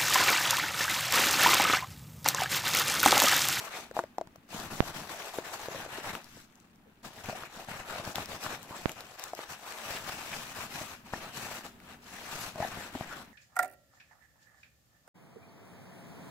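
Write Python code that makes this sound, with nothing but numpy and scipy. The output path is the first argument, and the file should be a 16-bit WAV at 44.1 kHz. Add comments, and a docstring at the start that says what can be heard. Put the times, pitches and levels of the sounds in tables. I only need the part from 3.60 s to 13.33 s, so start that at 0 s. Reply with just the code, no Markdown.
"""A hand rummages through foam packing peanuts and tissue paper in a cardboard box, close by in a small room.
Each stroke sets off a rush of tiny slips: the foam scrapes, the sheet rustles, its creases crackle
and the box rumbles. Peanuts drop and knock on the cardboard, creases snap, and twice something
bumps the right microphone. Faint room air lies underneath."""
import sys
import numpy as np
from scipy import signal
from scipy.io import wavfile
from scipy.ndimage import uniform_filter1d

SR = 44100
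rng = np.random.default_rng(int(sys.argv[2]) if len(sys.argv) > 2 else 0)


def pcm_store(signal):
    """Save signal as 16-bit PCM."""
    levels = np.round(np.clip(np.atleast_2d(signal), -1, 1) * 32767)
    wavfile.write(sys.argv[1], SR, levels.astype(np.int16).T)


N = 429093


# strokes of the hand: t/s, length/s, rise/s, level/dB, grip
STROKES = [ (0.0, 0.078, 0.0033, -46.5, "lift"), (0.097, 0.089, 0.025, -46.5, "lift"),
           (0.19, 0.049, 0.017, -53, "lift"), (0.336, 0.024, 0.044, -46.5, "stir"),
           (0.876, 0.19, 0.077, -47, "plunge"), (1.098, .2, 0.013, -48.5, "plunge"),
           (1.253, 0.028, 0.032, -41.5, "grab"), (1.334, 0.061, 0.012, -47.5, "plunge"),
           (1.413, 0.074, 0.023, -52, "dig"), (1.483, 0.044, .015, -44.5, "stir"),
           (1.547, 0.14, 0.053, -46.5, "stir"), (1.698, 0.088, 0.045, -47.5, "stir"),
           (1.83, 0.24, 0.016, -48.5, "stir"), (1.914, 0.047, 0.024, -46, "lift"),
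           (2.087, .15, 0.028, -45.5, "scoop"), (2.241, .15, 0.13, -42, "scoop"),
           (2.408, 0.1, 0.044, -42, "scoop"), (2.518, .04, 0.017, -45.5, "grab"),
           (2.595, 0.23, 0.017, -61, "settle"), (2.874, 0.17, 0.042, -74.5, "settle"),
           (3.427, 0.029, 0.022, -48.5, "plunge"), (3.485, 0.12, .13, -52, "dig"),
           (3.63, 0.093, 0.011, -47, "grab"), (3.744, 0.11, 0.014, -48, "scoop"),
           (3.885, 0.15, 0.035, -52.5, "dig"), (4.066, 0.14, 0.032, -46, "grab"),
           (4.234, 0.15, 0.086, -43, "scoop"), (4.413, 0.075, 0.059, -44.5, "dig"),
           (4.54, 0.088, 0.017, -44, "grab"), (4.667, 0.091, 0.037, -47.5, "dig"),
           (4.789, 0.066, 0.047, -41, "pull"), (4.877, 0.065, 0.029, -42, "grab"),
           (4.983, 0.08, 0.015, -56.5, "dig"), (5.06, 0.27, 0.042, -51.5, "dig"),
           (5.34, 0.069, 0.035, -49.5, "grab"), (5.437, 0.12, 0.014, -56, "lift"),
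           (5.571, 0.12, .02, -50, "lift"), (5.72, 0.11, 0.11, -47, "lift"),
           (5.876, 0.063, 0.024, -48, "pull"), (5.959, .29, 0.12, -46.5, "lift"),
           (6.192, .18, .17, -43.5, "lift"), (6.232, 0.16, 0.027, -49, "pull"),
           (6.399, 0.32, 0.05, -46.5, "pull"), (6.46, .025, 0.021, -46.5, "pull"),
           (6.694, 0.14, 0.048, -45.5, "pull"), (6.841, .08, 0.025, -49, "pull"),
           (6.934, 0.1, 0.04, -43, "pull"), (7.071, 0.12, 0.087, -43.5, "pull"),
           (7.192, .14, 0.013, -48.5, "pull"), (7.431, 0.069, .03, -54.5, "grab"),
           (7.519, 0.17, 0.0063, -48, "grab"), (7.709, 0.27, 0.057, -45, "pull"),
           (7.848, 0.1, 0.069, -48.5, "scoop"), (8.024, 0.037, 0.027, -50, "dig"),
           (8.165, .16, 0.16, -53.5, "grab"), (8.389, 0.29, 0.2, -48.5, "pull"),
           (8.67, 0.21, 0.06, -44, "pull"), (8.91, 0.17, 0.11, -45, "grab"), (9.09, 0.18, .05, -47, "grab"),
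           (9.311, 0.3, 0.029, -50, "grab")]
# what each grip stirs, relative to the sheet: grip -> foam/dB, box/dB, creases/dB
GRIPS = {"plunge": (-0.43, -2, 0.19), "dig": (0, -5, -1.1), "stir": (-0.45, -17, -1.5),
         "scoop": (-1.57, -10.5, -5), "grab": (-2.5, -7, -4.5), "pull": (-5, -9.5, -1.4),
         "lift": (-2, -43.5, -1.8), "settle": (-12.5, -2.5, 0.46)}
# the heap is never quite still: sheet/dB, foam/dB, box/dB, creases/dB
REST_LEVELS = (-74.5, -76, -67.5, -79)

def hand_strokes(release_db_per_s=247.5):
    """Each stroke swells, holds and dies away; gives dB envelopes for sheet, foam, box and creases."""
    t = np.arange(0, N + 64, 64) / SR
    power = gain_of(REST_LEVELS)[:, None] ** 2
    for start, length, rise, db, grip in STROKES:
        attack = np.clip((t - start) / rise, 0, 1)
        release = gain_of(-release_db_per_s * np.maximum(t - start - length, 0))
        power = power + np.outer(gain_of(db + np.r_[0, GRIPS[grip]]), attack * release) ** 2
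    return [np.interp(np.arange(N) / SR, t, 10 * np.log10(row)) for row in power]


def slips(level_db, per_s, band_hz, cycles, spread_db, lag_s, size):
    """Tiny ringing slips: a thinner patter under a light touch, a dense rush under a hard one."""
    chance = rng.random((N, 5))
    activity = gain_of(.6 * np.minimum(level_db + 44.5, 0))  # share of the full rate per_s
    at = np.flatnonzero(chance[:, 0] < activity * per_s / SR)
    strength, pitch, angle, side = chance[at, 1:].T[:, :, None]
    hz = np.interp(pitch, [0, 1], band_hz)
    height = gain_of(spread_db * np.minimum(-np.log(1 - strength), 3.5))
    height *= np.sqrt(hz / activity[at, None])  # shorter or fewer grains hit harder
    height *= rng.choice([-1, 1], N)[at, None]
    channels = []
    for delay, near in ((angle, side), (1 - angle, 1 - side)):
        t = np.maximum(np.arange(size) / SR - lag_s * delay, 0)
        grains = height * (1.6 + near) * ring(t, hz, cycles / hz)
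        channels.append(np.bincount((at[:, None] + np.arange(size)).ravel(), grains.ravel(), N)[:N])
    return np.array(channels)


# hollow midrange of the peanuts: f/Hz, level/dB
FOAM_EQ = [(150, -29.5), (330, -7), (500, -5.5), (720, 0), (1000, -4), (1300, -7), (2200, -24), (5000, -55)]

def foam_rub(level_db, jerk):
    """Peanuts slip against each other in a dry, grainy scrape."""
    grains = slips(level_db, per_s=1600, band_hz=(356, 1187),
                   cycles=6.1, spread_db=2, lag_s=0.00018, size=512)
    clumps = unit_rms(colour(grains, FOAM_EQ) * gain_of(1.4 * jerk))
    return clumps * gain_of(level_db + 0.5) * panned(left_db=2.5)


# papery body of the sheet: f/Hz, level/dB
SHEET_EQ = [(400, -26), (850, -2.5), (1200, 0), (1700, 0), (2100, -3), (2600, -1.5), (3300, -7.5),
            (4300, -3), (8000, -70)]
# crisp top of the creases, with the microphone's dip near 9.3 kHz: f/Hz, level/dB
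CREASE_EQ = [(1200, -24), (2800, -1), (3900, -1.5), (5000, -1), (6300, -1), (8000, -2.5), (9300, -10),
             (11200, -4), (13000, -6.5), (15500, -7)]

def tissue_rustle(sheet_db, crease_db, jerk):
    """The sheet slips in a soft rustle while its creases add a finer, brighter crackle."""
    sheet = slips(sheet_db, per_s=4000, band_hz=(1017, 3770),
                  cycles=6.2, spread_db=1, lag_s=0.00022, size=192)
    creases = slips(crease_db, per_s=14000, band_hz=(3030, 16200),
                    cycles=6.8, spread_db=1.5, lag_s=0.000399, size=80)
    sheet = unit_rms(colour(sheet, SHEET_EQ) * gain_of(1.3 * jerk)) * gain_of(sheet_db + 0.54)
    creases = unit_rms(colour(creases, CREASE_EQ) * gain_of(1.61 * jerk)) * gain_of(crease_db + 0.35)
    return folds((sheet + creases) * panned(left_db=4), depth_db=1.74)


def folds(paper, depth_db):
    """The paper keeps changing shape, so its resonances come and go in patches."""
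    spectrum = signal.stft(paper, SR, nperseg=512)[2]
    patches = uniform_filter1d(rng.standard_normal(spectrum.shape[1:]), size=7, axis=0)  # across pitch
    patches = uniform_filter1d(patches, size=9, axis=1)  # across time
    return signal.istft(spectrum * gain_of(depth_db * unit_rms(patches)), SR, nperseg=512)[1][:, :N]


def crackles(crease_db, per_s=41, growth=0.8):
    """Now and then a stiffer crease gives way in a short run of breaks, standing out of the rush."""
    clicks = (rng.random(N) < per_s / SR) * rng.uniform(.4, 1, N)
    clicks *= gain_of(growth * (crease_db + 46))
    bursts = signal.lfilter([1], [1, -np.exp(-1 / (0.0012 * SR))], clicks)
    return colour(bursts * rng.standard_normal((2, N)), CREASE_EQ) * gain_of(-38) * panned(left_db=4)


# low weight of the cardboard: f/Hz, level/dB
BOX_EQ = [(15, 3), (40, -13), (90, -2.5), (200, 0), (300, -2), (420, -8), (700, -40.5), (1500, -54)]

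def box_rumble(level_db, jerk):
    """Slips on the cardboard ring low and blur into a rumble."""
    grains = slips(level_db, per_s=600, band_hz=(50, 410),
                   cycles=4.4, spread_db=1, lag_s=0.00023, size=1024)
    clumps = unit_rms(colour(grains, BOX_EQ) * gain_of(1.6 * jerk))
    return clumps * gain_of(level_db + 1.66) * panned(left_db=2.5)


# a peanut or a fold dragging: middle t/s, length/s, level/dB, f/Hz, bandwidth/Hz
SCRAPES = [ (0.077, .03, -49.5, 1380, 250), (0.149, 0.11, -49.5, 2220, 500),
           (1.778, 0.018, -53, 11000, 1500), (3.282, .078, -67, 445, 90), (3.755, 0.018, -45.5, 714, 150),
           (4.519, 0.031, -56, 6700, 1300), (5.139, 0.097, -49, 1060, 250),
           (6.36, 0.076, -46.5, 3000, 3500), (6.735, .035, -42, 2230, 1500),
           (8.816, 0.077, -53, 11800, 2500), (8.831, 0.077, -49, 5900, 3000),
           (8.996, 0.076, -45.5, 610, 150), (9.042, .075, -41.5, 786, 110),
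           (9.035, 0.067, -45.5, 1790, 350), (9.523, 0.065, -47, 1440, 300)]

def scrapes():
    """Rapid uneven stick and slip drives one resonance, swelling and fading."""
    out = np.zeros((2, N))
    for middle, length, db, hz, width in SCRAPES:
        t = np.arange(int(length * SR)) / SR
        shared, *apart = rng.standard_normal((3, SR // 4))[:, :len(t)]
        friction = shared + 0.73 * np.array(apart)
        mode = np.sin(2 * np.pi * hz * t) * t * np.exp(-np.pi * 1.5 * width * t)
        chatter = signal.fftconvolve(friction, mode[None], axes=1)[:, :len(t)]
        swell = unit_rms(chatter * np.hanning(len(t)))
        add(out, max(middle - length / 2, 0), gain_of(db) * swell * panned(left_db=3.5))
    return out


# peanuts and fingers striking the cardboard: t/s, level/dB, spot f/Hz, t60/s, relative thud/dB
KNOCKS = [ (0.312, -33, 510, 0.017, -8), (0.3668, -17.5, 770, 0.013, -33), (0.3749, -23.5, 687, .023, -30),
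          (.3910, -7.5, 1030, 0.0062, -29), (.3950, -23, 670, 0.028, -15), (.438, -28.5, 595, 0.019, -19),
          (0.5831, -18, 754, 0.014, -33), (0.6121, -22.5, 666, 0.02, -33), (.6727, -40, 900, 0.0057, 1),
          (.758, -42, 640, 0.014, -18), (1.225, -32, 700, 0.032, -6), (1.7858, -16.5, 480, 0.0088, -43),
          (2.0845, -22.5, 527, 0.0096, -14), (2.147, -31.5, 570, .025, -22), (2.262, -32, 604, .012, -18),
          (2.384, -27, 380, 0.01, -29), (2.5516, -17.5, 1350, 0.0042, -31), (2.771, -45, 480, 0.016, -12),
          (3.688, -26, 600, 0.0074, -1), (3.6966, -26, 726, .02, -6), (3.728, -32.5, 630, .035, -3),
          (3.835, -23.5, 1250, 0.0095, -20), (4.086, -32.5, 760, 0.017, 0), (4.399, -30.5, 637, 0.017, 1),
          (4.4752, -33, 600, 0.012, 7), (4.5821, -21.5, 745, 0.017, -8), (4.846, -25.5, 1170, 0.014, -19),
          (4.864, -17.5, 1130, 0.0075, -14), (5.109, -42.5, 600, 0.0091, 11),
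          (5.2938, -23, 2360, 0.016, -12), (5.7338, -25, 705, 0.022, -37), (5.7909, -23, 670, 0.006, -41),
          (7.215, -32, 620, 0.02, 1), (7.536, -17, 800, 0.0059, -6.5), (7.54, -22.5, 1810, .015, -8),
          (8.958, -33.5, 640, 0.023, 1), (9.003, -24, 650, 0.028, 2), (9.0255, -23, 780, 0.037, -6),
          (9.049, -26.5, 710, 0.023, -27), (9.173, -36.5, 450, 0.0082, 8), (9.3518, -24, 746, 0.007, -1),
          (9.3562, -28.5, 269, 0.032, -7), (9.4095, -27.5, 677, 0.018, 5)]
# ring of the whole box: f/Hz, level/dB, t60/s
BOX_MODES = [(355, -28, 0.14), (513, -14.5, 0.017), (637, -21, 0.081), (814, -17.5, 0.038),
             (920, -17, 0.028), (1400, -19, 0.026), (1740, -36, .016)]

def knocks(scuff_growth=0.5):
    """A blow rings the struck spot and the whole box, pushes the cardboard wall and scuffs the foam."""
    t = np.arange(4096) / SR
    rings, scuffs = np.zeros((2, 2, N))
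    mode_hz, mode_db, mode_t60 = np.transpose(BOX_MODES)[:, :, None]
    body = .7 * (gain_of(mode_db) * ring(t, mode_hz, mode_t60)).sum(0)
    contact = 1 - np.exp(-t / 0.00056)  # soft foam takes a moment to press home
    for start, db, hz, t60, thud_db in KNOCKS:
        thud = 2.37 * gain_of(thud_db) * ring(t, hz=125, t60=0.01)
        blow = contact * (1.24 * ring(t, hz, t60) + body) + thud
        scuff_db = -41 + scuff_growth * (db + 26)
        add(rings, start, -gain_of(db) * blow * panned(left_db=3.5))
        add(scuffs, start, gain_of(scuff_db) * np.exp(-t / 0.0015) * panned(left_db=3))
    wall_eq = [(25, -17), (110, -3.5), (400, 2.5), (1800, -2), (2600, -18), (6000, -16)]
    scuff_eq = [(200, -25), (900, 13.5), (1700, 16), (2700, 1.5),
                (7500, 0), (9300, -9), (11500, -8), (16000, -8)]
    return colour(rings, wall_eq) + colour(scuffs * rng.standard_normal((2, N)), scuff_eq)


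# the loudest creases giving way: t/s, level/dB, f/Hz
SNAPS = [ (0.584, -41, 4000), (.673, -45, 5000), (0.76, -40, 6000), (1, -24, 4030), (2.5519, -24, 2780),
         (2.644, -33.5, 5000), (2.773, -54, 4000), (2.956, -43, 6700), (3.001, -41, 7000),
         (3.159, -49, 5500), (3.453, -35, 8000), (3.659, -24.5, 2500), (4.4517, -25, 4960),
         (4.557, -14.5, 3520), (4.5574, -28, 7940), (4.6582, -23, 5130), (4.8285, -30, 5000),
         (4.839, -23, 6000), (5.03, -27, 8000), (5.2941, -20, 2820), (5.318, -23.5, 7000),
         (5.39, -42, 4000), (5.407, -28.5, 4200), (5.596, -25, 5500), (5.6394, -18, 6460),
         (5.7505, -27, 5900), (5.923, -28, 7000), (6.123, -27, 2950), (6.1864, -29, 3500),
         (6.4924, -23.5, 4000), (8.065, -31.5, 4030), (8.202, -38.5, 2200), (8.443, -40, 5000)]

def snaps(cycles=13):
    """A crease buckles: one sharp tick and a moment of fizz."""
    t, out = np.arange(512) / SR, np.zeros((2, N))
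    arrived = np.maximum(t - np.array([[0], [.00005]]), 0)  # the tick lands later on the right
    for start, db, hz in SNAPS:
        tick = .68 * ring(arrived, hz, t60=cycles / hz)
        fizz = .28 * rng.standard_normal((2, len(t))) * np.exp(-t / .0009)
        add(out, start, gain_of(db) * (tick + fizz))
    bright_eq = [(200, -14), (1200, -1), (3000, -2), (6000, 1.5),
                 (8000, 1), (9300, -3), (11200, 1.5), (16000, 0)]
    return colour(out, bright_eq) * panned(left_db=6.5)


# bumps on the right microphone: t/s, level/dB, push length/s
BUMPS = [(1.2048, -3.5, 0.0012), (5.2577, -7.5, 0.001)]

def microphone_bumps():
    """A jump of pressure at one microphone, which swings under zero and settles."""
    t, out = np.arange(1024) / SR, np.zeros((2, N))
    attack = 1 - np.exp(-(t / .0001) ** 2)
    for start, db, push in BUMPS:
        swing = (1 - t / push) * np.exp(-t / push)
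        add(out, start, np.outer([0, 1], 1.79 * gain_of(db) * swing * attack))
    return out


# decay of the small room: f/Hz, t60/s
ROOM_DECAY = [(150, 0.25), (700, 0.15), (3000, 0.45), (12000, 0.13)]

def room(send, reflections_per_s=3000):
    """Sparse reflections of random sign, each band dying at its own speed."""
    taps = rng.standard_normal((2, SR // 2)) * (rng.random((2, SR // 2)) < reflections_per_s / SR)
    taps[:, :130] = 0  # 3 ms of pre-delay
    hz, t, spectrum = signal.stft(taps, SR, nperseg=256)
    decay = gain_of(-60 * t / curve_at(ROOM_DECAY, hz)[:, None])
    tail = signal.istft(spectrum * decay, SR, nperseg=256)[1]
    return signal.oaconvolve(send, tail / np.linalg.norm(tail[0]), axes=1)[:, :N]


# room tone: f/Hz, level/dB
AIR_EQ = [(20, -30), (50, -5), (120, -16.5), (230, 2), (310, -10.5), (420, -8), (700, -14), (1200, -18),
          (2500, -22.5), (5000, -33.5), (9300, -36), (12500, -34), (16000, -30)]
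# its level sinks, dips briefly and comes back: t/s, level/dB
AIR_FADER = [(.3, 2), (.6, -0.5), (5.35, -4.5), (5.5, -15), (6.0, -5), (6.3, 4)]

def air():
    """The room's low rumble is alike at both microphones; the hiss above it is not."""
    shared, left, right = rng.standard_normal((3, N))
    hiss = colour(np.array([left, right]), [(200, -8), (400, -13), (800, 3.5)])
    rumble = colour(shared[None], [(300, 0.5), (600, -9), (1400, -35)])
    fader = gain_of(np.interp(np.arange(N) / SR, *np.transpose(AIR_FADER)))
    return gain_of(-61.5) * unit_rms(colour(hiss + rumble, AIR_EQ)) * fader * panned(left_db=0.5)


def gain_of(db):
    """Decibels to amplitude."""
    return 10 ** (np.asarray(db) / 20)


def unit_rms(x):
    """Scales to rms 1."""
    return x / np.sqrt(np.mean(x ** 2) + 1e-20)


def curve_at(points, hz):
    """Reads a curve on a log-frequency axis."""
    f, value = np.transpose(points)
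    return np.interp(np.log(hz + 1), np.log(f + 1), value)


def add(mix, start, sound):
    """Mixes in a stereo sound at start seconds."""
    part = mix[:, round(start * SR):][:, :sound.shape[1]]
    part += sound[:, :part.shape[1]]


def panned(left_db):
    """Stereo gains, the left louder by left_db."""
    return gain_of(np.array([[left_db], [-left_db]]) / 2)


def colour(x, eq, size=4096):
    """Minimum-phase EQ through (f/Hz, level/dB) points: clicks keep their sharp fronts."""
    log_gain = np.log(gain_of(curve_at(eq, abs(np.fft.fftfreq(size, 1 / SR)))))
    taps = np.fft.ifft(np.exp(np.conj(signal.hilbert(log_gain)))).real
    return signal.oaconvolve(x, taps[None, :size // 2], axes=1)[:, :N]


def ring(t, hz, t60):
    """One dying mode."""
    return np.sin(2 * np.pi * hz * t) * np.exp(-np.log(1000) * t / t60)


def wander(per_s):
    """Random drift of rms 1, gliding to a new value per_s times a second."""
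    return unit_rms(np.interp(np.arange(N) * per_s / SR, np.arange(8192), rng.standard_normal(8192)))


def scene():
    """One hand drives foam, tissue and box; they are close, so the room answers only faintly."""
    sheet_db, foam_db, box_db, crease_db = hand_strokes()
    jerk = unit_rms(wander(per_s=120) + .7 * wander(per_s=35))  # the hand sticks and jerks
    rustle = box_rumble(box_db, jerk) + foam_rub(foam_db, jerk)
    rustle += tissue_rustle(sheet_db, crease_db, jerk) + scrapes() + crackles(crease_db)
    hits = knocks() + snaps()
    reverb = room(gain_of(-16) * rustle + gain_of(-22) * hits)
    return rustle + hits + reverb + microphone_bumps() + air()


def record(dry):
    """The left microphone is a little brighter than the right; a steep low-pass trims the very top."""
    left = colour(dry[:1], [(4000, 0), (12000, 0.67)])
    right = colour(dry[1:], [(4000, 0.21), (12000, -1.6)])
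    lowpass = signal.firwin(255, cutoff=15750, window=("kaiser", 9), fs=SR)
    return signal.oaconvolve(np.vstack([left, right]), lowpass[None], "same")


dry = scene()
out = record(dry)
pcm_store(out)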